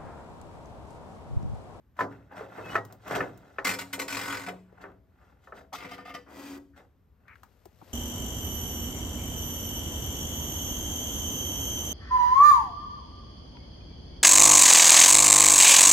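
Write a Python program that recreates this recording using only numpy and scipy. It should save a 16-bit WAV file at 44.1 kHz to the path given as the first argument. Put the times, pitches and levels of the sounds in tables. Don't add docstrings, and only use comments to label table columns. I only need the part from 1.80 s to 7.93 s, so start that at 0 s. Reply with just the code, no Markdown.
import sys
import numpy as np
from scipy import signal
from scipy.fft import rfft, irfft, next_fast_len
from scipy.io import wavfile
from scipy.ndimage import uniform_filter1d

SR = 44100
rng = np.random.default_rng(int(sys.argv[2]) if len(sys.argv) > 2 else 0)


def transcribe(u):
    v = np.clip(np.atleast_2d(u).T, -1, 1)
    q = np.round(v * 32767).astype(np.int16)
    wavfile.write(sys.argv[1], SR, q)


N = 270333
TIME = np.arange(N) / SR
TAPS = 8192
HZ = np.fft.rfftfreq(TAPS, 1 / SR)


# start_s, length_s, force_db, force_change_db_per_s, treble_db
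PUSHES = [(1.844, .11, -13, -105, 3), (1.985, .035, -22.5, -130, 2.5), (2.127, .01, -20.5, -4, 5.5),
          (2.19, .035, -23, -89, 3.5), (2.277, .275, -21, -4, 2.5), (2.566, .08, -24.5, -51, -2),
          (2.66, .035, -26, 136, -7), (3.926, .035, -27, -110, 8), (3.978, .08, -28.5, 62, -6.5),
          (4.085, .06, -34, 122, 0), (4.176, .035, -28, -170, -12), (4.247, .055, -32, 80, -4),
          (4.338, .01, -24.5, 0, -2.5)]
# pitch_hz, width_hz, level_db
POST_HIGH = [(280, 25, -5), (511, 30, -6.5), (700, 41, -9), (942, 38, -2), (1120, 60, -6), (1290, 21, -3),
             (1490, 60, -3), (1860, 130, -5.5), (2075, 30, -2.5), (2230, 60, -8.5), (2420, 80, -7),
             (2580, 70, -8), (2990, 81, -13), (3330, 73, -11.5), (3810, 38, -10.5), (4190, 90, -10),
             (4510, 79, -15), (4950, 100, -10), (5250, 42, -9.5), (5790, 31, -12), (6140, 40, -16),
             (6420, 32, -19), (6790, 28, -8.5), (7080, 120, -17), (7450, 51, -13), (7850, 70, -17),
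             (8065, 30, -7), (8350, 70, -14), (8660, 23, -15), (8860, 49, -20)]
POST_LOW = [(275, 22, -7), (495, 25, -6), (711, 53, -5), (1215, 42, -6), (1410, 60, -9), (1820, 25, -4.5),
            (1960, 19, -7), (2120, 54, -4.5), (2330, 41, -8), (2630, 72, -9), (2980, 26, -11),
            (3100, 33, -8.5), (3340, 47, -15), (3890, 35, -13.5), (4780, 60, -12.5), (5050, 120, -19),
            (5810, 84, -23), (7990, 33, -22)]
# pitch_hz, level_db
RASP_HIGH = [(40, -8.5), (110, -20.5), (350, -13), (1100, -4), (2400, -6), (3200, -12.5), (6000, -17.5),
             (8300, -14), (12500, -18.5), (16000, -28.5)]
RASP_LOW = [(40, -23.5), (200, -12.5), (400, -13.5), (1000, -11), (2700, -12), (4000, -19), (8000, -25.5),
            (12500, -27), (16000, -37)]

def judder():
    low_from_s = 3.4
    high = stick_slip([p for p in PUSHES if p[0] < low_from_s], steel(POST_HIGH, RASP_HIGH, rasp_db=-5.5),
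                      gain_db=-12.5, rise_s=0.0055, decay_s=0.0125)
    low = stick_slip([p for p in PUSHES if p[0] > low_from_s], steel(POST_LOW, RASP_LOW, rasp_db=-4),
                     gain_db=-17.5, rise_s=0.006, decay_s=0.019)
    return high + low


def stick_slip(pushes, body, gain_db, rise_s, decay_s):
    slip_every_s, spread_db, dulling_db_per_s = 0.022, 1.4, -20.5
    out, t = np.zeros((2, N)), np.arange(SR // 4) / SR
    friction = grains(spread_db=2.5)
    slip = (1 - np.exp(-(t / rise_s) ** 2)) * np.exp(-t / decay_s)
    for start, length, db, db_per_s, treble_db in pushes:
        for since in np.arange(0, length, slip_every_s):
            breakaway_db = 1.5 * (since == 0)
            force_db = db + breakaway_db + db_per_s * since + spread_db * rng.standard_normal()
            burst = friction[:, round((start + since) * SR):][:, :len(t)] * slip / slip.max()
            tilt = amp((treble_db + dulling_db_per_s * since) * treble(HZ))
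            spot = unit(ripple(depth_db=3, size=17))
            add(out, start + since, amp(force_db + gain_db) * colour(burst, tilt * spot))
    return colour(out, body)


# start_s, level_db, pitch_hz, bed_ring_db, frame_pitch_hz
KNOCKS = [(0.19, -24, 1011, 9.5, 124), (0.201, -32.5, 1058, 17, 124), (0.207, -15, 1090, 2, 124),
          (0.217, -27.5, 880, 21, 302), (0.609, -31, 510, 15.5, 510), (0.782, -37, 462, 27, 106),
          (0.954, -12, 1210, 3, 112), (0.977, -24.5, 1014, 9.5, 400), (1.309, -21.5, 762, 1, 400),
          (1.33, -29, 504, 11, 520), (1.352, -28, 2687, 12.5, 520), (1.365, -24, 573, 20, 400),
          (1.405, -20, 1600, 1, 402), (1.784, -22, 1710, 10, 510), (2.18, -34, 570, 24, 528),
          (2.68, -33, 750, 18.5, 393), (3.039, -36.5, 1704, 18.5, 402), (3.672, -43.5, 1400, 17, 694),
          (3.722, -34.5, 1160, 12.5, 520)]
# pitch_hz, level_db, fade_s (always the time to fall 60 dB)
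CLANK = [(440, -10.5, 0.12), (460, -13, 0.047), (641, 3.5, 0.013), (806, -20, 0.17), (1130, -2, 0.016),
         (1300, 1.5, 0.039), (1480, -2, 0.033), (1770, 1.5, 0.048), (1894, -1.5, 0.015),
         (2063, -25, 0.0335), (2500, 0, 0.021), (2810, -8.5, 0.037)]

def knocks():
    out, t = np.zeros((2, N)), np.arange(SR * 3 // 4) / SR
    note_hz = np.array(CLANK)[:, :1]
    firm_db = -27
    for start, db, hz, bed_db, frame_hz in KNOCKS:
        reach = 1 - treble(note_hz, corner_hz=2 * hz)
        clank = ring(CLANK, t, reach * bump(note_hz, hz, octaves=0.43), apart_rad=0.16)
        treble_db = 3 * min(db - firm_db, 0) - 10 * np.log2(hz / 1200)
        tone = unit(bed_tone() * bump(HZ, hz, octaves=1)) * amp(treble_db * treble(HZ))
        crack = amp(-11.5) * noise(len(t)) * np.exp(-t / 0.011) * (1 - np.exp(-t / 0.0014))
        swell = 1 - np.exp(-t * (hz / 1000) ** 2 / 0.0057)
        bed = amp(bed_db - 24.5) * bed_tail(t) * swell
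        frame = amp(bed_db - 37.5) * frame_ring(t, [(frame_hz, 0)], octaves=0.46, apart_rad=0.16) * swell
        add(out, start, amp(db + 1.5) * (clank / abs(clank).max() + colour(crack + bed, tone) + frame))
    return out


# start_s, pitch_hz, level_db, fade_s
SINGS = [(0.189, 1010, -22, 0.19), (0.954, 1270, -24.5, 0.14), (0.953, 1750, -37.5, 0.095),
         (0.952, 1907, -31.5, 0.22), (0.955, 672, -26.5, 0.14), (1.783, 1073, -40, 0.15),
         (1.784, 1900, -32.5, 0.07), (1.85, 2070, -23.5, 0.25), (2.659, 184, -37.5, 0.75),
         (2.675, 718, -32, 0.21)]

def sings():
    out, t = np.zeros((2, N)), np.arange(SR) / SR
    for start, hz, db, fade_s in SINGS:
        note = ring([(hz, db, fade_s)], t, weights=0.94, apart_rad=0.088)
        add(out, start, note * (1 - np.exp(-t * hz / 2)))
    return out


# full_force_s, swell_s, hold_s, release_s, level_db, grit_db
RUBS = [(0.2, 0.027, 0.005, 0.026, -34.5, -15.5), (0.31, 0.05, 0.0075, 0.21, -50.5, -19.5),
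        (0.518, 0.033, .04, .03, -46, -25.5), (0.566, 0.023, 0.013, 0.14, -37.5, -19),
        (0.788, 0.16, 0.0088, 0.087, -39.5, -19.5), (0.93, 0.18, 0.029, 0.033, -36, -14.5),
        (0.953, 0.0076, 0.004, 0.022, -35.5, -9.5), (1.105, 0.18, 0.023, 0.082, -52.5, -20.5),
        (1.319, 0.079, 0.023, 0.13, -30, -15), (1.354, 0.014, 0.0049, 0.03, -25.5, -12),
        (1.399, 0.09, 0.0099, 0.089, -29.5, -24), (1.54, 0.26, 0.59, 0.48, -57, -15),
        (3.013, 0.011, 0.0051, 0.046, -49, -11), (3.031, 0.14, 0.011, 0.12, -46.5, -25),
        (3.453, 0.2, 0.017, 0.2, -58, -18.5), (3.642, 0.056, 0.02, 0.14, -61, -9),
        (3.765, 0.042, 0.02, 0.07, -47, -15.5), (4.969, 0.019, 0.014, 0.069, -48.5, -15.5),
        (5.42, 0.085, 0.025, 0.57, -64, -36.5)]
# pitch_hz, width_hz, level_db
RUB_NOTES = [(113, 16, -12.5), (282.5, 23, -1.5), (473, 12, -8), (747, 220, -4), (1400, 81, -3.5),
             (1784, 84, -18.5), (2140, 49, -12.5), (2620, 240, -15.5), (2980, 17, -29.5)]
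# pitch_hz, level_db
RUB_RASP = [(35, -45.5), (60, -8.5), (240, -11), (277, -8), (367, -10.5), (503, -6.5), (1600, -9),
            (1810, -9), (4000, -54.5), (5200, -59), (8800, -120)]
GRIT = [(1470, -19.5), (2500, -13), (3660, -13), (6860, -18.5), (8600, -23.5), (9890, -34.5), (12100, -23),
        (14000, -31), (16000, -44)]

def rubs():
    force, scratch = np.zeros((2, N))
    for full_s, swell, hold, release, db, grit_db in RUBS:
        away = np.maximum(full_s - TIME, 0) / swell + np.maximum(TIME - full_s - hold, 0) / release
        stroke = amp(db - 20 * away)
        force = np.maximum(force, stroke)
        scratch = np.maximum(scratch, amp(grit_db) * stroke)
    lumps = force * grains(spread_db=4.5, size=300)
    grit = scratch * grains(spread_db=5, size=40)
    grit_tone = unit(amp(read(GRIT, HZ)) * ripple(depth_db=5))
    socket = steel(RUB_NOTES, RUB_RASP, rasp_db=-0.5)
    return amp(-5) * colour(lumps, socket) + amp(-0.5) * colour(grit, grit_tone)


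# pitch_hz, width_hz, level_db
SLIDE_NOTES = [(280.6, 28, -0.5), (360, 44, -3), (528, 19, -3.5), (1280, 40, -7), (1634, 36, -4.5),
               (1943, 21, -3.5), (2420, 79, -11.5), (3210, 25, -16.5), (3930, 29, -26), (4710, 77, -25)]
# pitch_hz, level_db
SLIDE_RASP = [(60, -37), (200, -4.5), (400, -8.5), (800, -2), (2200, -13), (4000, -29), (8100, -30.5),
              (13300, -35.5), (16000, -42)]

def slide():
    start_s, length_s, note_hz, note_lag_s = 4.461, 0.33, 280, 0.04
    progress = np.clip((TIME - start_s) / length_s, 0, 1)
    speed = abs(np.sin(np.pi * progress ** 1.6)) * (progress < 1)
    body = steel(SLIDE_NOTES, SLIDE_RASP, rasp_db=-6.5)
    groan = colour(grains(spread_db=1) * speed ** 0.15, unit(body * (1 - treble(HZ))))
    hiss = colour(grains(spread_db=2) * speed ** 0.79, unit(body * treble(HZ)))
    carry = np.exp(-1 / (note_lag_s * SR))
    swing = signal.lfilter([1 - carry], [1, -carry], np.sqrt(speed))
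    pitch = note_hz * (1 + 0.018 * wander(size=900))
    note = swing * np.sin(2 * np.pi * np.cumsum(pitch) / SR)
    return amp(-50) * groan + amp(-50.5) * hiss + amp(-45) * note


# start_s, level_db
RATTLES = [(4.039, -50), (4.058, -52), (4.117, -37), (4.135, -50), (4.185, -37), (4.255, -39),
           (4.278, -39.5), (4.303, -40), (4.347, -35.5)]
# pitch_hz, level_db, fade_s
RATTLE_NOTES = [(714, 5, 0.048), (1215, -0.5, 0.1), (1790, -12.5, .25), (4790, -23, 0.26)]

def rattles():
    out, t = np.zeros((2, N)), np.arange(SR // 4) / SR
    for start, db in RATTLES:
        detune = 1 + 0.0124 * rng.standard_normal()
        tap = ring(RATTLE_NOTES, t * detune, weights=0.92, apart_rad=0.13)
        add(out, start, amp(db) * tap * (1 - np.exp(-t / 0.002)))
    return out


# start_s, length_s, first_pitch_hz, last_pitch_hz, width_hz, level_db
SQUEAKS = [(0.504, 0.06, 686, 907, 426, -49.5), (0.816, 0.11, 2630, 2500, 46.3, -52.5),
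           (0.876, 0.086, 2910, 2980, 50.4, -52.5), (2.465, 0.11, 1011, 1510, 600, -39),
           (3.92, 0.047, 875, 1300, 617, -39.5), (4.93, 0.04, 1560, 1550, 600, -66.5),
           (5.469, 0.088, 1800, 1800, 1400, -54.5)]

def squeaks():
    out = np.zeros((2, N))
    for start, length, first_hz, last_hz, width_hz, db in SQUEAKS:
        size = int(length * SR)
        glide = np.exp(2j * np.pi * np.cumsum(np.linspace(first_hz, last_hz, size)) / SR)
        overtone = amp(-21.5) * (1000 / first_hz) ** 3 * glide ** 2
        smooth = signal.butter(4, width_hz / 2, fs=SR, output="sos")
        chatter = signal.sosfilt(smooth, noise(SR) + 1j * noise(SR))[:, -size:]
        squeak = unit((chatter * (glide + overtone)).real)
        add(out, start, amp(db) * squeak * signal.windows.tukey(size, 0.5))
    return out


# pitch_hz, level_db, fade_s
FRAME = [(106, 2, 0.95), (124, -10.5, 1), (185.9, 8, 0.81), (277.8, 4, 0.57), (394, 11, 0.3),
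         (539, 8, 0.32), (652, 1, 0.96), (893, -12.5, 0.77), (1290, -18, 0.28), (2000, -11, 0.097)]

def frame_ring(t, centres, octaves, apart_rad):
    note_hz = np.array(FRAME)[:, :1]
    weights = sum(amp(db) * bump(note_hz, hz, octaves) ** 2 for hz, db in centres)
    return ring(FRAME, t, weights, apart_rad)


def frame_hum(friction):
    t = np.arange(SR * 3 // 4) / SR
    shake = noise(N)[:1] * np.sqrt(abs(uniform_filter1d(friction[0] ** 2, size=200)))
    frame = frame_ring(t, [(106, -54.5), (278, -46.5)], octaves=0.29, apart_rad=0.12)
    bed = amp(-29) * colour(bed_tail(t), bed_tone())[:1]
    return (signal.fftconvolve(shake, frame, axes=1) + signal.fftconvolve(friction, bed, axes=1))[:, :N]


# pitch_hz, level_db
BED_TONE = [(40, -49.5), (110, -2.5), (250, -6), (500, 2), (900, -3), (1400, -5), (2100, -4.5),
            (3200, -18.5), (5500, -24), (8500, -30), (15000, -39.5)]

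def bed_tone():
    return amp(read(BED_TONE, HZ))


# pitch_hz, fade_s
BED_FADE = [(100, 1), (300, 0.5), (600, 0.23), (1200, 0.26), (2500, 0.044), (6000, 0.18), (15000, 0.12)]

def bed_tail(t):
    hz, when, spectrum = signal.stft(noise(len(t)), SR, nperseg=256)
    fade = amp(-60 * when / read(BED_FADE, hz)[:, None])
    return signal.istft(spectrum * fade, SR, nperseg=256)[1][:, :len(t)]


def shimmer(friction, fade_s=0.48):
    t = np.arange(SR // 2) / SR
    tail = rng.standard_normal((1, len(t))) * amp(-60 * t / fade_s)
    tail = colour(tail / np.linalg.norm(tail), treble(HZ, corner_hz=1800))
    return amp(-13.5) * signal.fftconvolve(friction, tail, axes=1)[:, :N]


# start_s, level_db, pitch_hz, treble_db
TICKS = [(0.168, -54, 1700, -17), (0.325, -44, 1480, -30), (1.051, -42, 760, -18), (1.125, -41.5, 720, -15),
         (1.28, -36, 1100, -21), (1.576, -49, 760, 11), (2.925, -48.5, 480, -50), (3.118, -60, 1400, -36),
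         (4.777, -49, 1200, -10), (5.481, -45, 1550, -40), (5.556, -46.5, 1440, -38),
         (5.633, -40.5, 1050, -19.5), (5.855, -45, 726, -16.5)]

def ticks():
    out, t = np.zeros((2, N)), np.arange(SR // 5) / SR
    fade = np.exp(-t / 0.0032) + 0.22 * np.exp(-t / 0.026)
    for start, db, hz, treble_db in TICKS:
        tone = bump(HZ, hz, octaves=0.63) ** 3 + amp(treble_db - 4.5) * treble(HZ)
        tick = colour(noise(len(t)) * fade, tone)
        add(out, start, amp(db + 3.5) * tick / abs(tick).max())
    return out


# start_s, level_db, pitch_hz
STEPS = [(5.856, -38.5, 365), (6.013, -37.5, 830), (6.022, -40.5, 243)]

def footfalls():
    out, t = np.zeros((2, N)), np.arange(SR // 5) / SR
    thud = (1 - np.exp(-t / 0.0014)) * np.exp(-t / 0.0052)
    for start, db, hz in STEPS:
        tone = bump(HZ, hz, octaves=0.32) ** 2 * (1 - treble(HZ, corner_hz=1480))
        step = colour(noise(len(t)) * thud, tone)
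        add(out, start, amp(db - 5) * step / abs(step).max())
    return out


# time_s, level_db
RUSTLE = [(5.55, -64), (5.906, -63), (6.034, -54), (6.13, -48.5)]
# pitch_hz, level_db
RUSTLE_TONE = [(59, -29), (100, 12), (143, -12), (621, -6), (784, -12), (6290, -23.5), (7610, -26),
               (13200, -22.5), (16000, -46.5)]

def rustle():
    times, db = np.transpose(RUSTLE)
    outside_s = np.maximum(times[0] - TIME, 0) + np.maximum(TIME - times[-1], 0)
    loudness = amp(np.interp(TIME, times, db) - 6) * np.exp(-outside_s / 0.078)
    return colour(grains(spread_db=2.5) * loudness, unit(amp(read(RUSTLE_TONE, HZ))))


# pitch_hz, level_db
AIR_TONE = [(15, -57), (25, -23.5), (49, -7.5), (70, -1.5), (134, -13.5), (249, -17.5), (326, -27.5),
            (363, -22.5), (489, -26), (624, -32), (1160, -33.5), (3520, -47.5), (8000, -54.5),
            (13000, -46.5), (16000, -63)]

def air():
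    return amp(-62) * unit(colour(noise(N), amp(read(AIR_TONE, HZ))))


# pitch_hz, likeness (1 = the same)
LIKENESS = [(60, 0.85), (250, 0.91), (600, 0.59), (1300, 0.48), (2500, 0.74), (5000, 0.66), (8000, 0.54),
            (13000, 1)]

def noise(size):
    a, b = rfft(rng.standard_normal((2, size)))
    same = read(LIKENESS, np.fft.rfftfreq(size, 1 / SR))
    mid, side = a * np.sqrt((1 + same) / 2), b * np.sqrt((1 - same) / 2)
    return irfft([mid + side, mid - side], size)


def grains(spread_db, size=90):
    strength = 2 * np.tanh(wander(size) / 2)
    return unit(noise(N) * amp(spread_db * strength))


def wander(size):
    return unit(uniform_filter1d(rng.standard_normal(N), size))


def steel(notes, rasp, rasp_db):
    peaks = sum(amp(db) ** 2 / (1 + (2 * (HZ - hz) / width) ** 2) ** 1.5 for hz, width, db in notes)
    floor = amp(read(rasp, HZ) + rasp_db) * ripple(depth_db=2.2)
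    return unit(np.sqrt(peaks + floor ** 2))


def ripple(depth_db, size=9):
    wiggle = uniform_filter1d(uniform_filter1d(rng.standard_normal(len(HZ)), size), size)
    return amp(depth_db * unit(wiggle) * treble(HZ, corner_hz=1700))


def ring(notes, t, weights, apart_rad):
    hz, db, fade_s = np.transpose(notes)[:, :, None]
    phase = rng.uniform(0, 2 * np.pi, hz.shape)
    offset = np.array([-1, 1])[:, None, None] * apart_rad * rng.choice([-1, 1], hz.shape)
    waves = weights * amp(db - 60 * t / fade_s) * np.sin(2 * np.pi * hz * t + phase + offset)
    return waves.sum(1) * (1 - np.exp(-t / 0.0012))


def colour(x, gain):
    log_gain = np.log(np.maximum(gain, 1e-5 * gain.max()))
    mirrored = np.r_[log_gain, log_gain[-2:0:-1]]
    pulse = np.fft.ifft(np.exp(np.conj(signal.hilbert(mirrored)))).real[:TAPS // 2]
    return signal.fftconvolve(x, pulse[None], axes=1)[:, :x.shape[1]]


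def treble(hz, corner_hz=3000):
    return 1 - 1 / (1 + (hz / corner_hz) ** 4)


def bump(hz, centre_hz, octaves):
    return 1 / np.sqrt(1 + (np.log2((hz + 1) / centre_hz) / octaves) ** 2)


def read(points, hz):
    pitches, values = np.transpose(points)
    return np.interp(np.log(hz + 1), np.log(pitches + 1), values)


def amp(db):
    return 10 ** (np.asarray(db) / 20)


def unit(x):
    return x / np.sqrt(np.mean(x ** 2) + 1e-20)


def add(mix, start_s, sound):
    part = mix[:, max(round(start_s * SR), 0):][:, :sound.shape[-1]]
    part += sound[..., :part.shape[-1]]


# time_s, left_minus_right_db
BALANCE = [(1.0, 0.5), (2.3, 1.5), (5.4, 2), (5.6, 5.5)]

def scene():
    friction = judder() + rubs() + slide()
    post = knocks() + sings() + rattles() + friction + frame_hum(friction) + shimmer(friction) + squeaks()
    mix = post + ticks() + footfalls() + air() + rustle()
    balance_db = np.interp(TIME, *np.transpose(BALANCE))
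    return mix * amp(np.array([[0.5], [-0.5]]) * balance_db)


# pitch_hz, lead_rad
LEFT_LEAD = [(40, 0), (250, .08), (600, .65), (1300, .27), (2500, .45), (5000, .75), (8300, 1.75),
             (12500, .8)]

def record(dry):
    dip_hz, dip_width_hz, dip_db, top_hz = 10200, 850, -17, 15900
    heard = colour(dry, amp(dip_db * np.exp(-((HZ - dip_hz) / dip_width_hz) ** 2)))
    size = next_fast_len(N + TAPS)
    hz = np.fft.rfftfreq(size, 1 / SR)
    lead = read(LEFT_LEAD, hz) * treble(hz, corner_hz=200)
    shift = np.exp(1j * np.array([[0.5], [-0.5]]) * lead)
    low_cut = treble(hz, corner_hz=31.7)
    heard = irfft(rfft(heard, size) * low_cut * shift, size)[:, :N]
    high_cut = signal.firwin(511, top_hz, window=("kaiser", 9), fs=SR)
    return signal.oaconvolve(heard, high_cut[None], "same")


dry = scene()
out = record(dry)
transcribe(out)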